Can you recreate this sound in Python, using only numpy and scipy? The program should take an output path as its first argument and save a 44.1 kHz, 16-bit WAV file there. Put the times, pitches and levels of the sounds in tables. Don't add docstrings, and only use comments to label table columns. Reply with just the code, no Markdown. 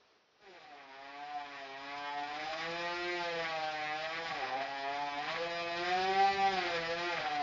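import sys
import numpy as np
from scipy import signal
from scipy.fft import rfft, irfft, next_fast_len
from scipy.io import wavfile
from scipy.ndimage import uniform_filter1d, map_coordinates

SR = 44100
rng = np.random.default_rng(int(sys.argv[2]) if len(sys.argv) > 2 else 0)


def master_out(mix):
    frames = np.transpose(np.atleast_2d(mix))
    ceiling = np.clip(frames, -1, 1)
    pcm = np.round(ceiling * 32767).astype(np.int16)
    wavfile.write(sys.argv[1], SR, pcm)


N = 327222

START_S, ATTACK_S, FLYWHEEL_S, CRUISE_HZ = 0.4, 0.039, .085, 160
# (time [s], firing rate [Hz])
CRANK_SPEED = [(0.4, 213.9), (0.63, 154.3), (0.89, 132.8), (1.31, 148.1), (1.7, 134.0), (1.94, 143.7),
               (2.25, 144.4), (2.77, 171.5), (3.13, 176.7), (3.61, 156.5), (3.88, 150.7), (4.23, 167.8),
               (4.34, 156.8), (4.45, 124.8), (4.66, 139.3), (4.84, 136.8), (5.0, 144.7), (5.18, 142.5),
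               (5.34, 164.1), (5.46, 170.9), (5.73, 169.8), (6.08, 191.3), (6.27, 197.0), (6.5, 194.3),
               (6.62, 177.3), (6.83, 163.4), (7.08, 176.9), (7.24, 150.9), (7.42, 144.9)]
# (time [s], level [dB])
SAW_LEVEL = [(0.43, -60.5), (0.8, -58.5), (1.1, -53.0), (1.5, -50.5), (1.8, -48), (2.1, -45.5),
             (2.35, -44.5), (2.7, -41), (3.25, -40), (3.65, -42), (4.3, -42), (4.7, -45.0), (4.95, -43),
             (5.15, -43.5), (5.35, -41.0), (5.7, -41), (5.9, -38), (6.6, -38.0), (7.1, -39), (7.42, -41.5)]
def chainsaw():
    speed = smoothed(curves(CRANK_SPEED)[0], FLYWHEEL_S)
    octaves = np.log2(speed / CRUISE_HZ)
    level_db, = curves(SAW_LEVEL)
    rough = roughness()
    turns = crank(speed, rough)
    note = exhaust_note(turns, rough, order_levels(speed, level_db + 8 * octaves, rough))
    rasp = amp(level_db - 2.21 + .8 * octaves) * exhaust_rasp(turns, rough)
    cutting = amp(level_db - 5.5 + 6.5 * octaves) * chain(turns, rough)
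    gas = amp(level_db + 3) * gas_rush(turns, rough)
    low_end = amp(level_db - 28 + 9 * octaves) * rumble()
    running = np.clip((np.arange(N) / SR - START_S) / ATTACK_S, 0, 1)
    return running * (note + rasp + cutting + gas + low_end)


# (middle [s], length [s], added roughness [0-1])
DEEP_BITES = [(.63, 0.45, .38), (1.528, 0.22, .12), (2.422, 0.48, .21), (3.456, 0.25, 0.14),
              (4.43, 0.54, .34), (5.299, 0.24, .26), (5.75, 0.57, 0.07), (6.643, 0.27, 0.23),
              (7.234, 0.2, 0.36)]
def roughness(free_running=.25):
    t = np.arange(N) / SR
    bites = sum(depth * np.exp(-(2 * (t - middle) / length) ** 2)
                for middle, length, depth in DEEP_BITES)
    return np.clip(free_running + bites, .02, 1)


def crank(speed, rough):
    shake = .0011 * wobble(16) + .012 * rough ** 2 * wobble(60)
    return np.cumsum(speed * (1 + shake)) / SR


# (frequency [Hz], gain [dB])
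NOTE_COLOUR = [(130, -24.5), (190, -17), (250, -17.5), (285, -9.5), (320, -19.5), (380, -2.5), (440, -16),
               (560, -11), (640, -13.5), (780, -4), (900, -16.5), (1200, -14)]
# (frequency [Hz], width [Hz], gain [dB])
HONK_RESONANCES = [(350.5, 4.9, 7), (483, 12, -13), (503.1, 18.4, 15.5), (595.6, 15, -11), (636.6, 35, 11),
                   (681.7, 6.3, 9), (728.4, 19.5, 12), (780, 24, 6.5), (866, 7.7, 12)]
# (time [s], gain [dB])
HONK_LIFT = [(.45, -3), (.9, 4), (1.2, 6), (1.4, 6), (1.7, 0.5), (2.22, 2.5), (2.45, -3), (2.9, -2.5),
             (3.6, 1.5), (3.85, .5), (4.3, -2), (4.55, 4.5), (4.85, 9.5), (5.1, 6), (5.3, -4), (5.6, -2.5),
             (6.4, 1.5), (6.65, -5), (7.2, -4), (7.42, 2.5)]
def order_levels(speed, drive_db, rough, honk_hz=770, spread_hz=200, ring_up_s=0.023, flutter_db=7.5):
    honk_db, = curves(HONK_LIFT)
    levels = []
    for order in range(1, 7):
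        hz = order * speed
        band_db = honk_db * np.exp(-((hz - honk_hz) / spread_hz) ** 2)
        colour_db = along(NOTE_COLOUR, hz) + lifted(HONK_RESONANCES, hz) + band_db
        levels.append(drive_db + smoothed(colour_db, ring_up_s) + flutter_db * rough * wobble(18))
    return levels


def exhaust_note(turns, rough, orders_db):
    tones = 0
    for order, db in enumerate(orders_db, 1):
        phase = 2 * np.pi * (order * turns + rng.random()) + 2.2 * rough ** 2 * wobble(50)
        sputter = 1 + (.08 + .6 * rough) * np.tanh(wobble(48))
        tones = tones + amp(db) * sputter * np.sqrt(2) * np.sin(phase)
    return yard(tones, near_db=-32, far_db=-22, near_t60=.15)


# (frequency [Hz], relative level [dB])
RASP_SPECTRUM = [(800, 5), (1030, 1.5), (1170, -3.5), (1330, -3), (1470, -5.5), (1620, 0.5), (1900, -0.5),
                 (2500, -3.5), (2800, -12), (3200, -7.5), (4000, -20.5), (5200, -39), (7400, -45.5)]
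# (frequency [Hz], width [Hz], gain [dB])
SHELL_RESONANCES = [(1134, 33, 8), (1555, 83, 3.5), (1884, 95, 3.5), (2115, 80, 6), (2514, 70, 5)]
def exhaust_rasp(turns, rough, bite_db=1.5, grind_db=4):
    puff_share = rough ** 3
    firings = pops(turns, rough, jitter_turns=.003, scatter_db=2.5)
    turbulence = filtered(puffs(turns, fade=1.6), lambda hz: hz > 900)
    blast = np.sqrt(1 - puff_share) * firings + np.sqrt(puff_share) * turbulence
    rasp = filtered(blast, lambda hz: amp(along(RASP_SPECTRUM, hz) + lifted(SHELL_RESONANCES, hz)))
    heard = shifting_paths(rasp, near_db=7, far_db=-6, near_t60=.1, sway=.7)
    return heard * amp(rough * (bite_db + grind_db * wobble(50)))


# (frequency [Hz], relative level [dB])
CHAIN_SPECTRUM = [(1500, -8), (2800, -6.5), (4000, -4), (4600, -8.5), (5050, -4.5), (5400, -13.5),
                  (5900, -17), (7000, -25.5), (7500, -39)]
def chain(turns, rough):
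    clatter = pops(turns, rough, jitter_turns=.009, scatter_db=6)
    hiss = (.15 + rough) * puffs(turns, fade=2)
    cutting = coloured(clatter + hiss, CHAIN_SPECTRUM)
    heard = shifting_paths(cutting, near_db=11, far_db=4.0, near_t60=0.19, sway=0.96)
    return heard * amp(0.98 * wobble(45))


# (frequency [Hz], relative level [dB])
GAS_SPECTRUM = [(150, -20), (280, -6.5), (390, -10), (450, -6), (520, -4.5), (660, -2.5), (765, 9),
                (860, -1.5), (1100, -13), (2500, -36)]
def gas_rush(turns, rough):
    return rough ** 2 * coloured(puffs(turns, fade=2.3), GAS_SPECTRUM)


# (frequency [Hz], relative level [dB])
RUMBLE_SPECTRUM = [(20, -22.5), (45, -6.5), (90, -8.5), (140, -4.5), (300, -20.5), (800, -59)]
def rumble(swing_db=3):
    return amp(swing_db * wobble(15)) * coloured(rng.standard_normal(N), RUMBLE_SPECTRUM)


def pops(turns, rough, jitter_turns, scatter_db, first_order=7, last_order=50):
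    firing = np.round(turns).astype(int)
    late, size = rng.standard_normal((firing[-1] + 1, 2))[firing].T
    angle = np.pi * (turns + jitter_turns * rough * late)
    pulse = (np.sin((2 * last_order + 1) * angle) - np.sin((2 * first_order - 1) * angle)) / np.sin(angle)
    return unit(pulse * amp(scatter_db * rough * size))


def puffs(turns, fade):
    return unit(rng.standard_normal(N) * np.exp(-fade * (turns % 1)))


def shifting_paths(x, near_db, far_db, near_t60, sway, wall_s=.038, wall_db=-6.5):
    angle = sway * wobble(22)
    one, other = (yard(x, near_db, far_db, near_t60) for _ in range(2))
    heard = np.cos(angle) * one + np.sin(angle) * other
    echo = amp(wall_db) * np.pad(heard, (round(wall_s * SR), 0))[:N]
    return unit(heard + echo)


# (frequency [Hz], time to fall 60 dB [s])
FAR_DECAY = [(150, 0.38), (800, 0.7), (3000, 0.33), (7000, 0.033)]
def yard(x, near_db, far_db, near_t60):
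    hz, t, noise = signal.stft(rng.standard_normal(SR // 2), SR, nperseg=256)
    near = unit(amp(-60 * t / near_t60) * (t > 0))
    build_up = 1 - np.exp(-t / 0.082)
    far = unit(amp(-60 * t / along(FAR_DECAY, hz)[:, None]) * build_up)
    envelope = np.hypot(amp(near_db) * near, amp(far_db) * far)
    tail = signal.istft(noise * envelope, SR, nperseg=256)[1]
    return x + signal.fftconvolve(x, tail / np.sqrt(len(tail)))[:N]


# (frequency [Hz], relative level [dB])
AIR_SPECTRUM = [(15, -57.5), (25, -32), (350, -15), (443, -10), (488, -12), (524, -12.5), (5640, -23.5),
                (7320, -53), (9520, -70), (16100, -120)]
# (time [s], level [dB])
AIR_LEVEL = [(0, -68), (.13, -68), (.27, -72), (.45, -68)]
def outdoor_air():
    air_db, = curves(AIR_LEVEL)
    return amp(air_db) * coloured(rng.standard_normal(N), AIR_SPECTRUM)


def amp(db):
    return 10 ** (np.asarray(db) / 20)


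def unit(x):
    return x / np.sqrt(np.mean(x ** 2) + 1e-20)


def along(points, hz):
    frequencies, values = np.transpose(points)
    return np.interp(np.log(hz + 1), np.log(frequencies + 1), values)


def lifted(resonances, hz):
    return sum(db / (1 + (2 * (hz - centre) / width) ** 2) for centre, width, db in resonances)


def curves(rows):
    times, *columns = np.transpose(rows)
    return [np.interp(np.arange(N) / SR, times, column) for column in columns]


def smoothed(x, seconds):
    return uniform_filter1d(x, size=max(1, round(seconds * SR)), mode="nearest")


def wobble(per_s):
    knots = rng.standard_normal(int(N * per_s / SR) + 4)
    return map_coordinates(knots, [np.arange(N) * per_s / SR])


def filtered(x, response):
    size = next_fast_len(N + SR // 2)
    return irfft(rfft(x, size) * response(np.fft.rfftfreq(size, 1 / SR)), size)[:N]


def coloured(x, spectrum):
    return unit(filtered(x, lambda hz: amp(along(spectrum, hz))))


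def scene():
    return (chainsaw() + outdoor_air())[None]


def record(dry, top_hz=7400):
    return np.array([filtered(channel, lambda hz: hz < top_hz) for channel in dry])


dry = scene()
out = record(dry)
master_out(out)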